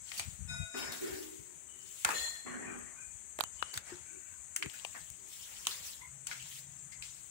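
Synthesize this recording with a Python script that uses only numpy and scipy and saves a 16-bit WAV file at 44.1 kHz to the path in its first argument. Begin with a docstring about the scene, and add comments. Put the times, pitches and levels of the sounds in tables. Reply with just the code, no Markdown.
"""A soft broom sweeps a tiled floor close to a hand-held phone with two microphones.
Bristles swish on the glaze and debris drags dully, clicks and rings on the tiles; small metal
pieces sing as they slide and a hollow thing resonates when pushed. Handling the phone adds dry,
close taps and the rumble of fingers on the case.
Behind it are room tone, one brief low hum and a steady band of high hiss."""
import sys
import numpy as np
from scipy import signal
from scipy.io import wavfile
from scipy.ndimage import uniform_filter1d

SR = 44100
rng = np.random.default_rng(int(sys.argv[2]) if len(sys.argv) > 2 else 0)


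def store_pcm(level_fs):
    """Save levels as 16-bit WAV."""
    pcm = np.round(np.clip(level_fs, -1, 1) * 32767).astype(np.int16)
    wavfile.write(sys.argv[1], SR, np.atleast_2d(pcm).T)


N = 321930
LEFT_LAG_S, COHERENCE = 41 / SR, 0.12  # between the microphones


def amp(db):
    return 10 ** (np.asarray(db) / 20)


def unit_rms(x):
    return x / np.sqrt(np.mean(x ** 2) + 1e-20)


def db_at(points, hz):
    """Interpolate a spectrum over log frequency."""
    point_hz, db = np.transpose(points)
    return np.interp(np.log(hz + 1), np.log(point_hz + 1), db)


def pan(left_over_right_db):
    """Left and right gains of mean power 1."""
    left = 1 / (1 + amp(-2 * np.asarray(left_over_right_db)))
    return np.sqrt(2 * np.array([left, 1 - left]))


def resonate(x, hz, width_hz):
    """One resonance of gain 1."""
    r = np.exp(-np.pi * width_hz / SR)
    return 2 * signal.lfilter([1 - r], [1, -r * np.exp(2j * np.pi * hz / SR)], x).real


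def envelopes(rows):
    """Rows rise, hold and fade, adding in power; one gain curve per level column."""
    t = np.arange(0, N / SR + .001, .001)
    start, rise, hold, fade, *levels = np.transpose(rows)[..., None]
    attack = np.clip((t - start) / rise, 0, 1) ** 1.5
    decay = amp(-fade * np.maximum(t - start - rise - hold, 0))
    gains = [np.linalg.norm(amp(db) * attack * decay, axis=0) for db in levels]
    return [np.interp(np.arange(N) / SR, t, gain) for gain in gains]


# Port imbalance: (frequency [Hz], left over right [dB])
PORT_BALANCE = [(60, -6), (110, 4), (200, 13), (380, -2), (700, 9), (1290, 48), (2380, 89), (4400, -10),
                (8120, 33), (15000, -72)]
def noise(spectrum, patchy_db, flicker_db, lean=0., size=512):
    """Stereo noise with drifting patches and broadband flicker; lean scales the port imbalance."""
    frames, hz = 4 * N // size + 5, np.fft.rfftfreq(size, 1 / SR)[:, None]
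    a, b, c, d, patches = rng.standard_normal((frames, len(hz), 5)).T
    patches = unit_rms(uniform_filter1d(uniform_filter1d(patches, size=6, axis=0), size=16, axis=1))
    flicker = unit_rms(uniform_filter1d(rng.standard_normal(frames), size=3))
    right = a + 1j * b
    shared = COHERENCE * right * np.exp(-2j * np.pi * hz * LEFT_LAG_S)
    left = shared + np.sqrt(1 - COHERENCE ** 2) * (c + 1j * d)
    gain = amp(db_at(spectrum, hz) + patchy_db * patches + flicker_db * flicker)
    bins = np.array([left, right]) * gain * pan(lean * db_at(PORT_BALANCE, hz))
    out = signal.istft(bins, nperseg=size, noverlap=3 * size // 4)[1][:, :N]
    return out / np.sqrt(np.mean(out.mean(0) ** 2))


def reverb(x, bass_t60_s=0.28):
    """Room tail: decaying noise, duller as it dies, different on each side."""
    hz, t, bins = signal.stft(rng.standard_normal((2, SR // 2)), SR, nperseg=256)
    t60_s = bass_t60_s / (1 + hz[:, None] / 9000)
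    tail = signal.istft(bins * amp(-60 * t / t60_s), SR, nperseg=256)[1]
    tail[:, :150] = 0
    return signal.fftconvolve(x, tail / np.linalg.norm(tail[0]), axes=1)[:, :N]


# Room tone: (frequency [Hz], relative density [dB])
ROOM_SPECTRUM = [(30, 7), (76, 3), (200, -4), (480, -10.5), (1200, -11.5), (2400, -7.5), (3500, -14.5),
                 (4500, -20), (5500, -25.5), (9500, -10), (12000, -16), (13700, -40), (15000, -15),
                 (15600, -26), (16000, -64)]
def room_tone():
    """Faint broadband floor of the house."""
    return amp(-66) * noise(ROOM_SPECTRUM, patchy_db=1.5, flicker_db=.5, lean=1., size=2048)


# Hiss loudness: (time [s], level [dB])
HISS_LEVEL = [(0.0, -52.5), (1.6, -55), (2.08, -52), (2.22, -47), (2.38, -53), (3.78, -52), (3.81, -60),
              (3.87, -53), (4.86, -52.5), (5.2, -54), (6.08, -54.5), (7.3, -53)]
# Hiss band: (frequency [Hz], relative density [dB])
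HISS_SPECTRUM = [(4000, -75), (5200, -107), (5900, -8.5), (6600, -1), (7500, 3), (8300, 1), (9000, -7.5),
                 (9800, -65), (11500, -70)]
def high_hiss():
    """Continuous 6-9 kHz band with one brief swell and one brief dip."""
    level_db = np.interp(np.arange(N) / SR, *np.transpose(HISS_LEVEL))
    return amp(level_db) * noise(HISS_SPECTRUM, patchy_db=1.64, flicker_db=0.67, lean=0.71)


# Hum swell: (start [s], rise [s], hold [s], fade [dB/s], level [dB])
HUM_SWELL = [(5.95, 0.13, 0.91, 40, -65.5)]
def low_hum(hz=136, width_hz=27):
    """Narrow low noise that swells once."""
    hum = resonate(resonate(rng.standard_normal(N), hz, width_hz), hz, 2 * width_hz)
    return envelopes(HUM_SWELL)[0] * unit_rms(hum) * pan([4.])


# Air rumble: (frequency [Hz], relative density [dB])
PORT_SPECTRUM = [(18, -60), (30, 7), (65, 5), (86, -5.5), (155, -14.5), (194, -19), (260, -41), (280, -71),
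                 (360, -68), (620, -120)]
def port_air():
    """Air rumbles unevenly at the microphone ports."""
    return amp(-66.5) * pan([7.5]) * noise(PORT_SPECTRUM, patchy_db=3.5, flicker_db=5.0, size=2048)


# Finger shifts: (peak time [s], level [dB])
FINGER_THUMPS = [(.21, -52.5), (0.281, -41), (0.332, -48), (.41, -35.5), (0.451, -41.5), (0.512, -41),
                 (0.552, -45), (0.608, -35.5), (.89, -57), (1.12, -52.5), (1.4, -59), (2.5, -60),
                 (3.78, -55), (3.94, -53), (4.02, -60), (4.51, -68), (4.66, -53), (5.81, -64), (6.16, -67),
                 (6.69, -56.5)]
# Case rumble: (frequency [Hz], relative density [dB])
FINGER_SPECTRUM = [(25, -24), (55, 5), (85, 2.5), (140, -2.5), (200, -12), (270, -27.5), (400, -53),
                   (620, -110)]
def fingers(rise_s=0.038, fade_db_per_s=447):
    """Fingers shift on the case at the left port."""
    level, = envelopes([(s - rise_s, rise_s, 0, fade_db_per_s, db) for s, db in FINGER_THUMPS])
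    return level * pan([36]) * noise(FINGER_SPECTRUM, patchy_db=1.5, flicker_db=0.5, size=2048)


# Soft bumps: (time [s], level [dB], frequency [Hz], t60 [s], left over right [dB])
LOW_BUMPS = [(3.769, -38.5, 99.6, 0.037, 30), (3.921, -39.5, 355.5, 0.14, 7), (4.663, -27.5, 132, 0.02, 18)]
def bumps(size=8192):
    """Each bump is a damped low sine."""
    out, t = np.zeros((2, N + size)), np.arange(size) / SR
    for s, db, hz, t60_s, pan_db in LOW_BUMPS:
        bump = amp(db - 60 * t / t60_s) * np.sin(2 * np.pi * hz * t) * np.minimum(t / 0.0013, 1)
        at = round(s * SR)
        out[:, at:at + size] += pan([pan_db]) * bump
    return out[:, :N]


# Modes of the low ring, then the high ring: (frequency [Hz], width [Hz], relative gain [dB])
HOLLOW_MODES = [
    [(245, 11.7, -10.5), (221, 73, -20.5)],
    [(372, 28.3, 13.5), (312.8, 13.3, 12), (398, 25, 3)],
]
# Pushes: (start [s], rise [s], hold [s], fade [dB/s], low ring [dB], high ring [dB])
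HOLLOW_SHOVES = [(.735, 0.015, 0.023, 59, -48, -46), (0.997, 0.026, .02, 52, -54, -39),
                 (1.692, 0.04, .18, 400, -77, -66.5), (2.44, 0.028, 0.31, 141, -48.5, -52.5),
                 (3.943, 0.0072, .005, 300, -66, -57), (4.057, .1, 0.018, 300, -81, -59),
                 (4.578, 0.056, 0.039, 900, -62, -48), (5.146, 0.038, 0.096, 300, -90, -65.5)]
def hollow_body():
    """Rubbing shakes the hollow body during each shove."""
    rub = noise([(100, 0), (1000, 0)], patchy_db=0., flicker_db=0., size=2048)
    rub = rub - 0.3 * rub[::-1]  # drives the two ports partly in antiphase
    out = np.zeros((2, N))
    for shove, modes in zip(envelopes(HOLLOW_SHOVES), HOLLOW_MODES):
        ring = sum(amp(db) * resonate(resonate(rub, hz, width), hz, 3 * width)
                   for hz, width, db in modes)
        out += shove * unit_rms(ring)
    return out


# Metal pieces: (modes, roughness [ratio], slides); modes: (frequency [Hz], gain [dB]);
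# slides: (start [s], rise [s], hold [s], fade [dB/s], level [dB])
METAL_PIECES = [ ([(673, -3.5), (1461, 8), (2030, -8), (2475, 5), (3755, -1.5), (3766, 6.5), (8950, -7),
                (11040, -6)], 0.69, [(.47, 0.032, 0.078, 62, -56), (.72, 0.049, 0.009, 60.5, -56.5)]),
                ([(5266, 5), (6900, 4), (4680, -4.5)], 1.86, [(.47, 0.024, .01, 60, -63.5),
                (.71, 0.06, 0.097, 110, -55.5)]), ([(1841, 1), (3397, -3), (4172, 4.5), (4209, -5),
                (5060, -18), (5970, -21), (6546, -4), (7059, 3.5), (7190, -8), (8225, -15), (8479, -16),
                (9895, -26), (11050, -14), (11970, -26), (14900, -23)],
                1.9, [(2.13, 0.028, 0.1, 85, -48.5)]), ([(2435, -6.5), (1540, -11)],
                2.1, [(2.64, 0.038, 0.013, 162, -46.5), (2.94, 0.051, .01, 117, -51.5)]), ([(2980, -1)],
                3.1, [(1.67, .04, 0.16, 180, -64), (3.435, .005, 0.0091, 498, -52.5),
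                (3.55, 0.056, 0.12, 300, -56)]), ([(1000, 7), (2100, 11.5), (3400, -4)],
                4.8, [(6.0, 0.02, 0.042, 495, -68.5)]), ([(1530, -2.5), (2300, -4), (2650, -9)],
                4.77, [(3.97, .13, .01, 80, -63.5), (4.2, 0.063, 0.06, 150, -66)]), ]
def sliding_metal():
    """Scraping keeps narrow modes ringing; each wavers in level and phase by itself."""
    out = np.zeros((2, N))
    for modes, roughness, slides in METAL_PIECES:
        level, = envelopes(slides)
        active = np.flatnonzero(level > 3e-5)
        t = (active - active[0]) / SR
        for hz, db in modes:
            knots = rng.standard_normal((4, 512))
            knots_per_s = 33 * roughness * (1 + hz / 6000)
            waver = np.array([np.interp(t * knots_per_s, np.arange(512), k) for k in knots])
            phase = 2 * np.pi * hz * (t - np.array([[LEFT_LAG_S], [0]])) + 1.7 * waver[2:]
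            gain = level[active] * amp(db + 3 * np.sqrt(roughness) * waver[:2])
            out[:, active] += gain * np.sqrt(2) * np.sin(phase) * pan([5.5])
    return out


# Sharp clicks, from debris on the tiles and dry, close handling taps on the phone:
# (time [s], knock [dB], clack [dB], tick [dB], air [dB], knock [Hz], clack [Hz],
# left over right [dB], room send [dB])
CLICKS = [(0.09, -62, -42, -52, -63, 1720, 4200, 15, -14), (0.117, -45, -29, -57, -47, 1500, 2100, 14, -12),
          (0.177, -66, -38, -32, -27.5, 743, 4520, -1, 4.5),
          (0.195, -35, -26, -22.5, -38, 600, 2470, 6, -6), (0.921, -42, -37, -36, -26.5, 900, 4550, 9, -7),
          (2.048, -13, -15.5, -11.5, -39, 1400, 2330, 3.5, -13.5),
          (2.089, -19.5, -25.5, -26, -38, 860, 1944, 3, -9.5),
          (2.104, -27, -50, -30, -46, 1360, 2010, 13, 1), (2.79, -63, -63, -48, -38, 1270, 1920, -2, -16),
          (3.388, -28.5, -31, -33.5, -30, 620, 1800, 3, -15.5),
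          (3.4, -34, -47, -34, -45, 1396, 4270, 3, -10),
          (3.408, -18, -17.5, -41, -16, 1070, 3350, -21, -26),
          (3.438, -25, -31, -24.5, -22, 1100, 2590, -7, -34),
          (3.625, -18.5, -25, -49, -35, 1170, 2900, 19.5, -20),
          (3.74, -43, -35, -31, -25, 1440, 4590, -1, -15), (3.761, -55, -43, -40, -32, 1560, 3160, 1, -14),
          (3.775, -30, -27.5, -22, -24, 1570, 3650, 3, -14),
          (4.562, -25, -26.5, -15, -17, 1710, 2480, 6, -10.5),
          (4.625, -22, -30, -35, -46, 1800, 2270, 3, -9.5),
          (4.63, -32, -29.5, -38, -54, 1900, 2850, -1, -13),
          (4.66, -34.5, -40, -34, -34, 1630, 2260, -1, -31),
          (4.697, -62, -35.5, -49, -38, 1750, 2780, 20, -14),
          (4.735, -46, -54, -48, -35.5, 1530, 3670, 20, 2), (4.79, -56, -47, -50, -55, 1500, 3500, 16, -20),
          (4.797, -55, -39, -50, -55, 1500, 2900, 16, -20),
          (4.848, -30, -25.5, -32, -34, 680, 2500, 16, -18),
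          (5.101, -68, -66, -31, -30, 1500, 3540, 10, -17), (5.652, -67, -37, -49, -37, 1720, 2880, 0, -8),
          (5.669, -29, -19, -15, -15.5, 1040, 2970, 3, -13), (5.709, -57, -32, -40, -44, 1270, 3620, 6, 0),
          (6.269, -38, -33, -21.5, -33, 1500, 2860, 3, -10),
          (6.312, -30, -32.5, -55, -56, 1500, 2080, 8, -1.5),
          (6.329, -45, -37, -57, -59, 1410, 2500, 2, -6), (6.424, -57, -40.5, -39, -40, 1340, 2730, 9, -9),
          (6.919, -59, -45.5, -58, -49, 1590, 2010, 9, 3), (7.023, -58, -33, -38, -53, 1660, 2330, 4, -5.5)]
# Broad modes of the tick, then the air band: (frequency [Hz], width [Hz], relative gain [dB])
TREBLE_MODES = [
    [(6430, 780, 1.1), (8310, 1300, 2.2)],
    [(10900, 7100, -1.4), (15000, 2400, -0.58)],
]
def clicks(rise_s=.0012, blow_gain=3.7, size=2048):
    """Contact noise builds to one sharp blow that excites four bands of broad rings."""
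    direct, send = np.zeros((2, 2, N + size))
    t, lag = np.arange(size) / SR, round(LEFT_LAG_S * SR)
    since_blow_s = np.maximum(t - rise_s, 0)
    for s, *band_db, knock_hz, clack_hz, pan_db, send_db in CLICKS:
        t60_s = 0.034 * amp(0.38 * send_db)  # drier clicks ring shorter
        contact = rng.standard_normal((2, size))
        blow = (contact + blow_gain * np.sinc((t - rise_s) * SR)) * np.minimum(t / rise_s, 1) ** 2
        knock = [(knock_hz, 8.1 / t60_s, 0), (1.65 * knock_hz, 700, -5)]
        clack = [(clack_hz, 6.7 / t60_s, 0), (4600, 1800, -12)]
        bands = zip(band_db, [knock, clack, *TREBLE_MODES], (0.92, 1.15, 0.75, 0.19))
        click = np.zeros((2, size))
        for peak_db, modes, t60_ratio in bands:
            burst = blow * amp(-60 * since_blow_s / max(t60_s * t60_ratio, .002))
            ring = sum((-1) ** k * amp(db) * resonate(burst, hz, width)
                       for k, (hz, width, db) in enumerate(modes))
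            click += amp(peak_db) * ring / abs(ring).max(1)[:, None]
        for side, gain in enumerate(pan(pan_db)):
            at = round(s * SR) - side * lag + lag // 2 - round(rise_s * SR / 2)
            direct[side, at:at + size] += gain * click[side]
            send[side, at:at + size] += amp(send_db) * gain * click[side]
    return direct[:, :N] + reverb(send[:, :N])


# Debris pushes: (start [s], rise [s], hold [s], fade [dB/s], level [dB])
DRAG_STROKES = [(0, 0.15, .01, 64, -64), (.4, 0.12, 0.011, 75, -64), (.735, .01, 0.13, 67, -49.5),
                (.92, .005, 0.0091, 130, -63), (1.0, 0.058, 0.036, 79.5, -51.5),
                (2.05, 0.0024, .005, 79, -40), (2.46, 0.0036, 0.24, 60, -50.5),
                (3.5, 0.19, 0.012, 300, -61), (3.73, 0.0042, 0.0091, 157, -53.5),
                (3.82, 0.083, 0.0076, 142, -54.5), (4.6, 0.19, 0.056, 64, -68),
                (4.94, 0.011, 0.013, 258, -50.5), (5.35, .16, 0.18, 200, -66), (5.67, .003, .01, 61, -54),
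                (6.27, 0.022, .01, 130, -58), (6.44, 0.02, .01, 123, -66), (6.9, 0.099, .01, 92, -67.5)]
# Debris friction: (frequency [Hz], relative density [dB])
DRAG_SPECTRUM = [(300, -7), (600, -2.5), (900, -1.5), (1400, 0), (1900, 3), (2500, -7), (3200, -16),
                 (5000, -78)]
def debris_drag(rest_db=-73.5):
    """What the broom pushes along scrapes dully over the tiles."""
    level = np.hypot(envelopes(DRAG_STROKES)[0], amp(rest_db))
    return level * noise(DRAG_SPECTRUM, patchy_db=3.0, flicker_db=0.74, size=1024) * pan([2.5])


# Broom strokes: (start [s], rise [s], hold [s], fade [dB/s], swish [dB], airy top [dB])
BROOM_STROKES = [(0, .17, .02, 90, -50.5, -57), (.74, 0.043, .01, 67, -49.5, -54.5),
                 (.92, 0.0045, 0.011, 65, -49.5, -53), (1.01, 0.0037, 0.21, 68, -55.5, -56.5),
                 (1.7, 0.37, .01, 300, -56, -57), (2.05, 0.028, 0.16, 103, -49, -53.5),
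                 (2.46, .005, .01, 74, -70, -83), (3.45, 0.16, .1, 200, -62.5, -88),
                 (3.73, 0.0046, 0.041, 600, -51, -57), (3.82, 0.058, 0.0088, 79, -57.5, -70),
                 (4.0, .2, 0.17, 200, -80, -76), (4.56, 0.0021, .005, 250, -54, -54),
                 (4.62, 0.14, .01, 53, -57.5, -62), (4.9, 0.017, 0.048, 37, -62.5, -65.5),
                 (5.2, 0.13, 0.325, 300, -56.5, -60), (5.67, 0.0024, 0.011, 75, -44.5, -49),
                 (5.8, 0.065, 0.0082, 130, -48, -51.5), (6.27, 0.0038, 0.044, 44, -52, -61.5),
                 (6.42, 0.082, 0.093, 298, -55.5, -57.5), (7.03, .005, 0.0088, 130, -52.5, -65),
                 (7.06, 0.054, .01, 37, -63, -67)]
# Bristle swish: (frequency [Hz], relative density [dB])
SWISH_SPECTRUM = [(500, -60), (1200, -17), (2200, -1.5), (3000, 3), (4500, 0), (6000, 2), (8000, 0),
                  (10000, -10.5), (11500, -30), (14000, -60)]
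# Airy top of the swish: (frequency [Hz], relative density [dB])
TOP_SPECTRUM = [(6000, -58), (8000, -29), (9500, -3), (11500, -2), (13000, -12.5), (14000, -3),
                (15000, -9.5), (15600, 8), (15900, -51), (16400, -43)]
def bristles(swish_rest_db=-77, top_rest_db=-79.5):
    """Bristles hiss over the glaze; a faint rustle remains between strokes."""
    swish_level, top_level = envelopes(BROOM_STROKES)
    swish = noise(SWISH_SPECTRUM, patchy_db=3.0, flicker_db=0.15, size=256) * pan([4.])
    top = noise(TOP_SPECTRUM, patchy_db=2.0, flicker_db=0.6, size=256) * pan([-1.5])
    return np.hypot(swish_level, amp(swish_rest_db)) * swish + np.hypot(top_level, amp(top_rest_db)) * top


def scene():
    background = room_tone() + high_hiss() + port_air() + fingers() + low_hum()
    foreground = bristles() + debris_drag() + hollow_body() + sliding_metal() + clicks() + bumps()
    return background + foreground


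def record(dry, low_cut_hz=62., band_limit_hz=16700):
    """Small microphones lose the deepest bass; then the band limit."""
    thin = signal.sosfilt(signal.butter(4, low_cut_hz, "high", fs=SR, output="sos"), dry)
    lowpass = signal.firwin(511, band_limit_hz, window=("kaiser", 9), fs=SR)
    return signal.oaconvolve(thin, lowpass[None], "same")


dry = scene()
out = record(dry)
store_pcm(out)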